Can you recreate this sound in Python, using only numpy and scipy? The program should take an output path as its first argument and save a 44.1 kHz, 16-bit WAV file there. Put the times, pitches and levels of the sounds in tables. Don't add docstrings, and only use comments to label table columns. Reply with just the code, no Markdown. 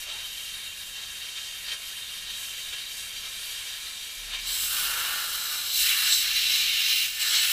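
import sys
import numpy as np
from scipy import signal
from scipy.fft import rfft, irfft, next_fast_len
from scipy.io import wavfile

SR = 44100
rng = np.random.default_rng(int(sys.argv[2]) if len(sys.argv) > 2 else 0)


def generate_wav(signal):
    frames = np.transpose(np.atleast_2d(signal))
    scaled = np.clip(frames, -1, 1) * 32767
    pcm = np.round(scaled).astype(np.int16)
    wavfile.write(sys.argv[1], SR, pcm)


def field_ratio(decibels):
    return 10 ** (np.asarray(decibels, dtype=float) / 20)


N = 331632
T = np.arange(N) / SR
SIZE = next_fast_len(N)
HZ = np.maximum(np.arange(SIZE // 2 + 1) * SR / SIZE, 1)

# f/Hz, level/dB per Hz
FAR_HISS = [(150, -60), (250, -37.5), (419, -21.5), (991, -20.5), (1840, -7), (2010, -5.5), (2300, -9.5),
            (3420, -3), (3790, -3.5), (5000, -9.5), (11400, -12), (15300, -19)]
# f/Hz, level/dB per Hz
NEAR_HISS = [(150, -57), (250, -39), (1010, -24.5), (1500, -12.5), (2040, -25.5), (2980, 1), (3930, -4),
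             (6360, -5.5), (7690, -4.5), (8230, -3.5), (15300, -3)]
# f/Hz, level/dB per Hz
BRACKET_HOWL = [(710, -75), (1200, -47), (1990, -11), (2220, -6), (2580, 0.5), (2810, 4), (4000, -6.5),
                (7500, -15), (9750, -46), (16500, -120)]
FAR_CASE_PITCH = [1060, 1655, 1800, 2030, 2290, 2600, 2760, 3130, 3440, 3740, 4000, 4650, 5000, 5800, 6500,
                  7050, 7350, 7900, 9950, 10300]
# width/Hz, level/dB
FAR_CASE_SHAPE = [(73.6, 6.5), (70, 3), (70, 2.5), (160, -8), (162, 7), (85, -1.5), (80.4, 9), (200, 8),
                  (129, -7), (161, 8), (100, 1.5), (138.89, 6), (200, -2.5), (111.11, 4.5), (185.19, 2),
                  (200, -0.5), (120, -0.5), (111.11, 2.5), (200, 1), (200, -4.5)]
NEAR_CASE_PITCH = [1352, 1781, 2040, 2150, 2279, 2465, 2620, 2745, 3080, 3440, 3607, 3943, 4337, 4516, 4830,
                   5061, 5391, 5780, 6600, 6930, 7750, 10400, 11700, 12600, 15000]
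# width/Hz, level/dB
NEAR_CASE_SHAPE = [(60, 3.5), (71, 6.5), (100, 0), (88, 6), (65, 6), (50.3, -3), (70.4, -9), (91, 1.5),
                   (120.37, -0.5), (101, -4.5), (50, 0), (91, 3.5), (50, -1), (60, 0.5), (100, -2.5),
                   (120, 2), (100, 2), (120, -8), (120, -3), (150, -1), (220, 1.5), (240, -2.5),
                   (185.19, 0), (500, 0), (500, 1.5)]
# t/s, extra level/dB, length/s
WATER_SLUGS = [(0.096, 3.5, 0.02), (1.25, 2, 0.045), (1.376, 4, 0.013), (1.689, 5.5, 0.0054),
               (1.718, 4.5, 0.0046), (1.732, 3, 0.0051), (2.318, 2, 0.036), (2.737, 6, 0.0052),
               (2.998, 1, .02), (3.875, 2, 0.014), (4.343, 5, 0.012), (6.131, 1, 0.0037),
               (6.164, -1, 0.028), (6.365, 2, 0.006)]
# close take starts t/s, is fully in t/s, far take is gone t/s
DISSOLVE = (4.4, 4.49, 4.75)
SWING_PITCH = (800, 1850, 3300, 11000)
# t/s, level/dB over the mean
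STEAM_PRESSURE = [(0, -4.5), (.35, -1), (.65, -1), (.9, -2), (1.4, -1), (2.1, -1), (2.5, 0), (2.85, 0.5),
                  (3.05, 0), (3.25, -1), (3.55, 1), (4.1, -.5), (4.75, 2.5)]
# middle t/s, half length/s, level/dB
WATER_IN_JET = [(0.13, 0.12, 3.5), (1.0, .05, 2.5), (1.715, .055, 3), (2.32, 0.05, 0.5), (2.76, .04, 1),
                (3.26, 0.029, 4), (4.345, 0.062, 2), (2.92, .05, 0), (4.58, .13, 5.5), (4.05, 0.21, -0.5)]
WATER_SHARES = (1.7, 1.12, 0.98, -0.36)
# middle t/s, half length/s, hiss level/dB
HISS_SWINGS = [(.01, .03, 7.5), (.33, 0.16, 2), (.56, 0.045, 0), (.72, 0.039, -2), (1.6, 0.049, 1),
               (1.9, 0.083, 2), (2.27, 0.031, -3), (2.43, 0.069, 4), (2.8, 0.085, -2.5), (3.0, 0.1, 2),
               (3.45, 0.12, 2), (3.97, 0.045, -1.5), (4.3, 0.096, -2.5), (1.05, 0.054, 0.5),
               (1.8, .05, -2.5), (3.27, 0.033, 4), (4.06, .04, 0.5)]
HISS_SHARES = (0.0, 0.22, 0, 1.0)
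# t/s, free hiss level/dB
NOZZLE_CLOSENESS = [(4.4, -55), (4.48, -35.5), (4.62, -31.5), (4.86, -31.5), (5.2, -36), (5.7, -38),
                    (5.8, -28), (6.0, -32.5), (6.19, -31), (6.26, -37), (6.56, -34), (6.75, -37.5),
                    (6.95, -33), (7.25, -34.5), (7.4, -33), (7.52, -27.5)]
# middle t/s, half length/s, level/dB
GROUND_SWEEPS = [(5.02, .25, -35.5), (5.5, 0.24, -43), (5.93, 0.096, -39.5), (6.08, 0.074, -39.5),
                 (6.6, 0.73, -45.5), (7.4, 0.23, -39.5), (4.7, 0.14, -47.5), (6.28, 0.055, -47.5)]
# middle t/s, half length/s, level/dB
BRACKET_VISITS = [(4.84, 0.33, -38.5), (5.4, 0.67, -39), (5.9, .11, -31.5), (6.08, 0.049, -37.5),
                  (6.66, 0.63, -27.5), (5.9, 0.037, -36), (6.87, 0.019, -40), (7.43, 0.12, -28),
                  (7.215, .025, -37), (7.0, 0.082, -41)]
# middle t/s, half length/s, level/dB
HIGHER_HOWLS = [
    (6.6, 0.45, -34.5),
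    (6.55, 0.11, -42),
]
# middle t/s, half length/s, ridge level/dB, whistle level/dB
EDGE_GRAZES = [(4.58, 0.16, -46, -32.5), (5.5, 0.38, -65, -40), (5.81, 0.087, -30.5, -33),
               (6.14, 0.086, -24.5, -26.5), (6.36, 0.066, -35, -55), (6.55, .12, -27.5, -35.5),
               (6.92, 0.1, -28.5, -52), (7.22, 0.013, -39, -29), (7.36, .13, -25.5, -28.5),
               (6.0, 2.1, -33, -46), (4.5, 0.071, -40, -58), (6.13, 0.013, -29, -27)]
# falls t/s, low t/s, rises t/s, back t/s, level/dB
BRACKET_SLIP = (7.055, 7.095, 7.19, 7.205, -6)
# middle t/s, half length/s, f/Hz, level/dB
NOZZLE_BEAMS = [
    (6.2, 0.68, 9700, -13),
    (7.32, 0.14, 10400, -13.5),
    (6.07, 0.99, 12700, -12.5),
    (6.7, 1, 14700, -13.5),
]
# middle t/s, half length/s, level/dB
THIN_EDGE = [
    (3.68, 0.78, -52),
    (4.35, .04, -47),
]
# start t/s, end t/s, from f/Hz, to f/Hz, level/dB
NOZZLE_GURGLE = (.06, .19, 630, 1020, -55.5)
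# f/Hz, level/dB per Hz
ROAD_RUMBLE = [(8.8, -12), (15, 0), (49, -0.5), (119, -9.5), (151, -12.5), (216, -11.5), (254, -18.5),
               (373, -36), (400, -23), (520, -44), (880, -120)]
# middle t/s, half length/s, level/dB
RUMBLE_SWELL = [
    (4.9, 0.46, 4),
]
# start t/s, end t/s, f/Hz, level/dB
ENGINE_DRONES = [
    (4.165, 4.56, 36.9, -53.5),
    (5.759, 5.93, 37.4, -56.5),
]


def far_jet():
    wet = np.outer(WATER_SHARES, spells(WATER_IN_JET, flat=7.2))
    hiss_swing = np.outer(HISS_SHARES, spells(HISS_SWINGS, flat=7.2))
    swing = in_time(STEAM_PRESSURE) + wet + hiss_swing

    def level_at(hz):
        shares = [np.interp(np.log(hz), np.log(SWING_PITCH), one) for one in np.eye(len(SWING_PITCH))]
        return -36.5 + shares @ swing

    noise = noise_of(at_hz(FAR_HISS, HZ) + bells(FAR_CASE_PITCH, FAR_CASE_SHAPE))
    direct = turbulence(noise, level_at, gust_db=0.5, patch_db=1.03, flutter_db=0.2)
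    return reflections(direct, -13.5, spread_s=.024, wander_s=.00005, count=9)


def near_jet():
    falter = field_ratio(np.interp(T, BRACKET_SLIP[:4], [0, BRACKET_SLIP[4], BRACKET_SLIP[4], 0]))
    jet = falter * (ground_roar() + bracket_howl() + edge_ridge() + free_hiss())
    heard = rfft(jet, SIZE) * field_ratio(bells(NEAR_CASE_PITCH, NEAR_CASE_SHAPE))
    direct = turbulence(heard, lambda hz: 0, gust_db=0.5, patch_db=0.3, flutter_db=0.75)
    return reflections(direct, -13, spread_s=.02, wander_s=.00007, count=9)


def ground_roar():
    moved = np.interp(T, (5.72, 5.8), [0, 1])
    ground = coloured(1.5 * twice_resonant(1470, 540))
    under = coloured(1.5 * twice_resonant(1650, 650))
    thud = field_ratio(-14.5) * coloured(twice_resonant(780, 580))
    return visits(GROUND_SWEEPS, flat=2.6) * ((ground + thud) * (1 - moved) + under * moved)


def bracket_howl():
    howl = visits(BRACKET_VISITS, flat=3.5) * coloured(at_hz(BRACKET_HOWL, HZ))
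    return howl + visits(HIGHER_HOWLS, flat=2.7) * coloured(twice_resonant(3630, 730))


def edge_ridge():
    ridge = coloured(twice_resonant(4020, 650)) + field_ratio(-4) * coloured(twice_resonant(5700, 1200))
    return ridge * field_ratio(-3.5) * visits(EDGE_GRAZES, flat=1.34)


def free_hiss():
    hiss_db, = in_time(NOZZLE_CLOSENESS)
    return field_ratio(hiss_db + 4) * (coloured(at_hz(NEAR_HISS, HZ)) + sheen())


def sheen():
    out = 0
    for s, half, hz, db in NOZZLE_BEAMS:
        passing = visits([(s, half, db)], flat=3.0) * field_ratio(2.2 * drift(1.1))
        out = out + passing * coloured(twice_resonant(hz, 650))
    return out


def edge_whistles(close):
    low = visits(THIN_EDGE, flat=2.5)
    high = field_ratio(-5) * visits(EDGE_GRAZES, flat=1.7, column=3) * close ** 2
    return whistle(low, 2360, 80) + whistle(high, 7760, 380)


def whistle(gain, hz, width):
    return coloured(twice_resonant(hz, width)) * gain


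def gurgle():
    start, end, from_hz, to_hz, db = NOZZLE_GURGLE
    along = np.clip((T - start) / (end - start), 0, 1)
    pitch = (from_hz + (to_hz - from_hz) * along ** 1.7) * (1 + .09 * drift(60))
    tone = np.sin(2 * np.pi * np.cumsum(pitch) / SR)
    return np.sin(np.pi * along) ** .3 * field_ratio(db + 4 * drift(60)) * tone


def traffic():
    rumble_db = -59.5 + 1.2 * drift(3) + spells(RUMBLE_SWELL, flat=4.4)
    out = coloured(at_hz(ROAD_RUMBLE, HZ) - 60 * (HZ > 420)) * field_ratio(rumble_db)
    for start, end, hz, db in ENGINE_DRONES:
        on = np.interp(T, [start, start + 0.014, end - .03, end], [0, 1, 1, 0])
        phase = 2 * np.pi * hz * (T - start)
        out += on * field_ratio(db + 6.5) * (np.sin(phase) + 0.092 * np.sin(3 * phase))
    return out


def yard():
    return field_ratio(-65) * coloured(twice_resonant(650, 900))


def turbulence(spectrum, level_of, gust_db, patch_db, flutter_db):
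    shared = gust_db * drift(16.6) + flutter_db * drift(72)
    spit = sum(db * np.exp(-.5 * ((T - s) / length) ** 2) for s, db, length in WATER_SLUGS)
    place = np.log2(HZ / 250) * 2.5
    out = 0
    for k in range(16):
        wet = np.interp(k, [0, 10, 14], [1.3, 1.0, .2])
        band = irfft(spectrum * np.clip(1 - np.abs(place - k), 0, 1), SIZE)[:N]
        level_db = level_of(250 * 2 ** (k / 2.5)) + wet * spit + shared + patch_db * drift(6)
        out = out + band * field_ratio(level_db)
    return out


def reflections(x, level_db, spread_s, wander_s, count):
    lags = .0025 + rng.random(count) ** 1.6 * spread_s
    signs = rng.choice([-1, 1], count)
    bright = signal.lfilter(*signal.butter(1, 1800, "high", fs=SR), x)
    echoes = 0
    for lag, sign in zip(lags, signs):
        echoes = echoes + sign * np.interp(T - lag - wander_s * drift(0.32), T, bright)
    out = x + field_ratio(level_db) * echoes
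    return out * np.std(x) / np.std(out)


def noise_of(colour_db):
    spectrum = rfft(rng.standard_normal(SIZE)) * field_ratio(colour_db)
    return spectrum / np.std(irfft(spectrum, SIZE))


def coloured(colour_db):
    return irfft(noise_of(colour_db), SIZE)[:N]


def twice_resonant(hz, width):
    return -20 * np.log10(1 + (2 * (HZ - hz) / width) ** 2 / 2)


def bells(pitches, shapes):
    return sum(db / (1 + (2 * (HZ - hz) / width) ** 2) for hz, (width, db) in zip(pitches, shapes))


def at_hz(points, hz):
    pitches, levels = np.transpose(points)
    return np.interp(np.log(hz), np.log(pitches), levels)


def in_time(rows):
    s, *columns = np.transpose(rows)
    return np.array([np.interp(T, s, c) for c in columns])


def spells(rows, flat):
    return sum(height * np.exp(-np.abs((T - s) / half) ** flat) for s, half, height in rows)


def visits(rows, flat, column=2):
    return spells([(row[0], row[1], field_ratio(row[column])) for row in rows], flat)


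def drift(rate):
    r = np.exp(-80 * np.pi * rate / SR)
    slow = signal.lfilter([1], [1, -2 * r, r * r], rng.standard_normal(N // 40 + 2002))[2000:]
    return np.interp(np.arange(N) / 40, np.arange(len(slow)), rms_one(slow))


def rms_one(x):
    return x / np.sqrt(np.mean(x ** 2) + 1e-20)


def scene():
    start, full, gone = DISSOLVE
    close = np.interp(T, [start, full], [0, 1])
    far = far_jet() * np.interp(T, [start, gone], [1, 0])
    near = near_jet() * close
    mix = far + near + edge_whistles(close) + gurgle() + traffic() + yard()
    return np.tile(mix, (2, 1))


def roll_off(x):
    return signal.sosfilt(signal.butter(12, 15520, fs=SR, output="sos"), x)


def record(dry):
    top_cut = np.clip((15280 - HZ) / 60, 0, 1)
    mono = irfft(rfft(dry[0], SIZE) * top_cut, SIZE)[:N]
    return roll_off(np.tile(mono, (2, 1)))


dry = scene()
out = record(dry)
generate_wav(out)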